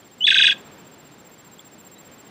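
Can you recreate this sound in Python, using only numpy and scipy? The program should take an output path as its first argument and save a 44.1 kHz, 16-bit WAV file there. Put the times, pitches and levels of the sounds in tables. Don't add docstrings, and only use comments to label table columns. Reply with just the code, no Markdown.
import sys
import numpy as np
from scipy import signal
from scipy.fft import rfft, irfft, next_fast_len
from scipy.io import wavfile

SR = 44100
rng = np.random.default_rng(int(sys.argv[2]) if len(sys.argv) > 2 else 0)


def bounce(signal):
    frames = np.transpose(np.atleast_2d(signal))
    limited = np.clip(frames, -1, 1)
    pcm = np.round(limited * 32767).astype(np.int16)
    wavfile.write(sys.argv[1], SR, pcm)


N = 101429
T = np.arange(N) / SR

# t/s, f/Hz, relative level/dB
WHISTLE = [(.204, 2950, -39), (.209, 2874, -11), (.218, 3015, -11.5), (.233, 3015, -6.5),
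           (.2375, 3195, -18), (.242, 3319, -3.5), (.254, 3510, -5.5)]
# top t/s, top f/Hz, bottom t/s, bottom f/Hz, relative level/dB, rasp trim/dB, octave trim/dB
SWOOPS = [(.261, 4300, .286, 1704, 0.5, -17.5, 1.5), (.298, 4250, .324, 1547, 0.5, -14, -5),
          (.338, 4250, .364, 1550, -.5, -13, -2.5), (.380, 3940, .404, 1564, -.5, -13.5, 0),
          (.419, 3926, .444, 1644, -0.5, -8, -3), (.462, 3987, .487, 1551, 0, -8.5, 0.5),
          (.500, 3437, .524, 1621, -6, -6.5, -1)]


def undb(db):
    return 10 ** (np.asarray(db) / 20)


def unit(x):
    return x / np.sqrt(np.mean(x ** 2))


def curve(rows):
    rows = np.array(rows)
    return np.interp(T, rows[:, 0], rows[:, 1])


def wander(hz):
    lowpass = signal.butter(2, hz, fs=SR, output="sos")
    return unit(signal.sosfilt(lowpass, rng.standard_normal(2 * N))[N:])


def colour(x, points):
    size = 2 * next_fast_len(N)
    hz, db = np.array(points).T
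    f = np.maximum(np.arange(size // 2 + 1) * SR / size, 1)
    cepstrum = irfft(np.log(undb(np.interp(np.log(f), np.log(hz), db))))
    cepstrum[1:size // 2] *= 2
    cepstrum[size // 2 + 1:] = 0
    return irfft(rfft(x, size) * np.exp(rfft(cepstrum)))[:N]


def glide(start, end, midpoint=.48, steep=2.6):
    u = np.clip((T - start) / (end - start), 0, 1)
    a, b = (u / midpoint) ** steep, ((1 - u) / (1 - midpoint)) ** steep
    return a / (a + b)


def open_air(split_hz=3600, hiss_db=-50):
    # f/Hz, relative level/dB
    spectrum = [(15, -42), (30, -28), (60, -15), (100, -7), (170, -1), (270, -2), (450, -5.5), (700, -8.5),
                (1300, -12.5), (2900, -17), (4200, -20), (6500, -26), (9000, -31.5), (12000, -38),
                (16000, -41.5)]
    # t/s, level/dB
    swell = [(0, -51), (.15, -51.5), (.3, -45.5), (.5, -43), (.65, -45), (.85, -47), (1.15, -49.5),
             (1.7, -48.5), (2.3, -48)]
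    noise = unit(colour(rng.standard_normal(N), spectrum))
    rumble = signal.sosfilt(signal.butter(1, split_hz, fs=SR, output="sos"), noise)
    return rumble * undb(curve(swell) + .5 * wander(3.3)) + (noise - rumble) * undb(hiss_db)


def high_buzz(band_hz=(13150, 14450), floor=.2):
    # middle t/s, length/s
    bursts = [(.28, .13), (.43, .04), (0.58, .04), (.785, .1), (.89, .03), (1.04, .04), (1.31, .13),
              (1.452, .03), (1.563, .03), (1.85, .13), (2.03, .03), (2.16, .04)]
    envelope = floor + sum(np.cos(np.pi * np.clip((T - s) / length, -.5, .5)) for s, length in bursts)
    noise = signal.sosfilt(signal.butter(3, band_hz, "band", fs=SR, output="sos"), rng.standard_normal(N))
    return undb(-68 + 2.5 * wander(60)) * envelope * unit(noise)


def motor_whine(pitch_hz=7483, sag_hz=128, octave_db=-6.5, backstroke_db=2.5):
    # t/s, level/dB
    ride = [(0, -54), (.65, -52.5), (1.15, -54), (1.75, -48), (2.3, -51.5)]
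    start_s, period_s, stroke_s, edge_s = .045, .06672, .018, .0031
    age = (T - start_s) % period_s
    forth, back = (np.sin(np.pi / 2 * np.clip(np.minimum(t, stroke_s - t) / edge_s, 0, 1))
                   for t in (age, age - stroke_s))
    sag = np.minimum(age / (2 * stroke_s), 1) ** 2.8 * (1 + .34 * wander(15))
    pitch = (pitch_hz - sag_hz * sag) * (1 + .004 * wander(300))
    phase = 2 * np.pi * np.cumsum(pitch) / SR
    envelope = (forth + undb(backstroke_db) * back) * undb(curve(ride) + 1.7 * wander(70))
    return envelope * (np.sin(phase) + undb(octave_db) * np.sin(2 * phase))


def reflections(x):
    # delay/s, 60 dB decay time/s, level/dB
    surfaces = [(.004, .075, -14), (.06, .11, -29), (0.016, .9, -41.5)]
    response = np.zeros(N)
    for delay, t60, db in surfaces:
        tail = (T > delay) * np.exp(-np.log(1000) * T / t60)
        response += undb(db) * unit(rng.standard_normal(N) * tail)
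    return signal.fftconvolve(x, response / np.sqrt(N))[:N]


def other_birds():
    # middle t/s, length/s, f/Hz, glide/Hz, level/dB
    chirps = [(0.032, 0.011, 3210, -19, -48), (0.112, .022, 3200, -100, -56.5),
              (1.595, .0052, 3380, -150, -34.5), (1.975, 0.068, 3880, 300, -53.5)]
    out = np.zeros(N)
    for s, length, hz, glide_hz, db in chirps:
        u = np.clip((T - s) / length, -.5, .5)
        phase = 2 * np.pi * np.cumsum(hz + glide_hz * u) / SR
        out += undb(db) * np.cos(np.pi * u) ** 2 * np.sin(phase)
    return out


def myna_pitch(end_s, end_hz=1822):
    pitch = curve(WHISTLE)
    last_s, last_hz, _ = WHISTLE[-1]
    for top_s, top_hz, low_s, low_hz, *_ in SWOOPS:
        pitch *= (top_hz / last_hz) ** glide(last_s, top_s)
        pitch *= (low_hz / top_hz) ** glide(top_s, low_s, midpoint=.42, steep=1.9)
        last_s, last_hz = low_s, low_hz
    return pitch * (end_hz / last_hz) ** glide(last_s, end_s)


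def myna(end_s=.531, release_s=.003, harsh_below_hz=2770, flutter_hz=566):
    overtones = [-6, -4, -15]
    rasp_partials = [-1, 1, -4.5, -1.5, -10.5]
    # f/Hz, level/dB
    call_colour = [(700, -47), (1250, -23), (1550, -8), (1750, -12), (2050, -15), (2200, -8.5), (2330, -27),
                   (2480, 1), (2750, -3), (3020, -3), (3140, -15), (3300, 1.5), (3500, -0.5), (3930, -7.5),
                   (4150, -31), (4400, -19), (4750, -12), (5150, -26), (5550, -12), (5900, -27), (6350, -9),
                   (7100, -37), (8100, -14), (8600, -29), (9300, -51.5), (11000, -61.5), (16000, -63.5)]
    pitch = myna_pitch(end_s)
    top_s, _, low_s, _, swoop_db, rasp_db, octave_db = np.array(SWOOPS).T
    swooping = np.interp(T, (top_s[0], top_s[0] + .008), (0, 1))
    rough = swooping * np.interp(T, (.29, .39), (.45, 1))
    harsh = swooping * np.clip((harsh_below_hz - pitch) / 800, 0, 1)
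    bright = undb(np.interp(T, (.45, .53), (0, -6.5)))
    climb = np.maximum(np.gradient(pitch), 0) * swooping
    breaking = climb / climb.max()

    jitter = .016 * (.12 + rough) + .03 * breaking
    phase = 2 * np.pi * np.cumsum(pitch * (1 + jitter * wander(flutter_hz))) / SR
    rolloff = undb(-9 * (1.5 - harsh) - 4 * (1 - swooping))
    octave = rolloff * undb(np.interp(T, low_s, octave_db)) * np.sin(2 * phase)
    upper = sum(undb(db) * rolloff ** (k - 1) * np.sin(k * phase) for k, db in enumerate(overtones, 3))
    tone = np.sin(phase) + octave + bright * upper

    rasp = np.zeros(N)
    for k, db in enumerate(rasp_partials, 1):
        partial = np.sin((k + .5) * phase + .6 * wander(flutter_hz))
        rasp += undb(db) * (bright if k > 2 else 1) * partial
    rasp *= harsh * undb(np.interp(T, low_s, rasp_db))
    hiss = rough * bright * undb(-15) * rng.standard_normal(N)

    accents = [(s, db) for s, _, db in WHISTLE] + list(zip(top_s + .012, swoop_db))
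    effort_db = curve(accents) - 6 - 3 * breaking
    shimmer_db = 2.5 * rough * wander(flutter_hz)
    gate = (T > WHISTLE[0][0]) * np.clip((end_s - T) / release_s, 0, 1)
    return colour((tone + rasp + hiss) * gate * undb(effort_db + shimmer_db), call_colour)


def scene():
    birds = myna() + other_birds()
    return (birds + reflections(birds) + motor_whine() + high_buzz() + open_air())[None, :]


def record(dry, top_hz=15600):
    return signal.sosfilt(signal.ellip(10, .1, 80, top_hz, fs=SR, output="sos"), dry)


dry = scene()
out = record(dry)
bounce(out)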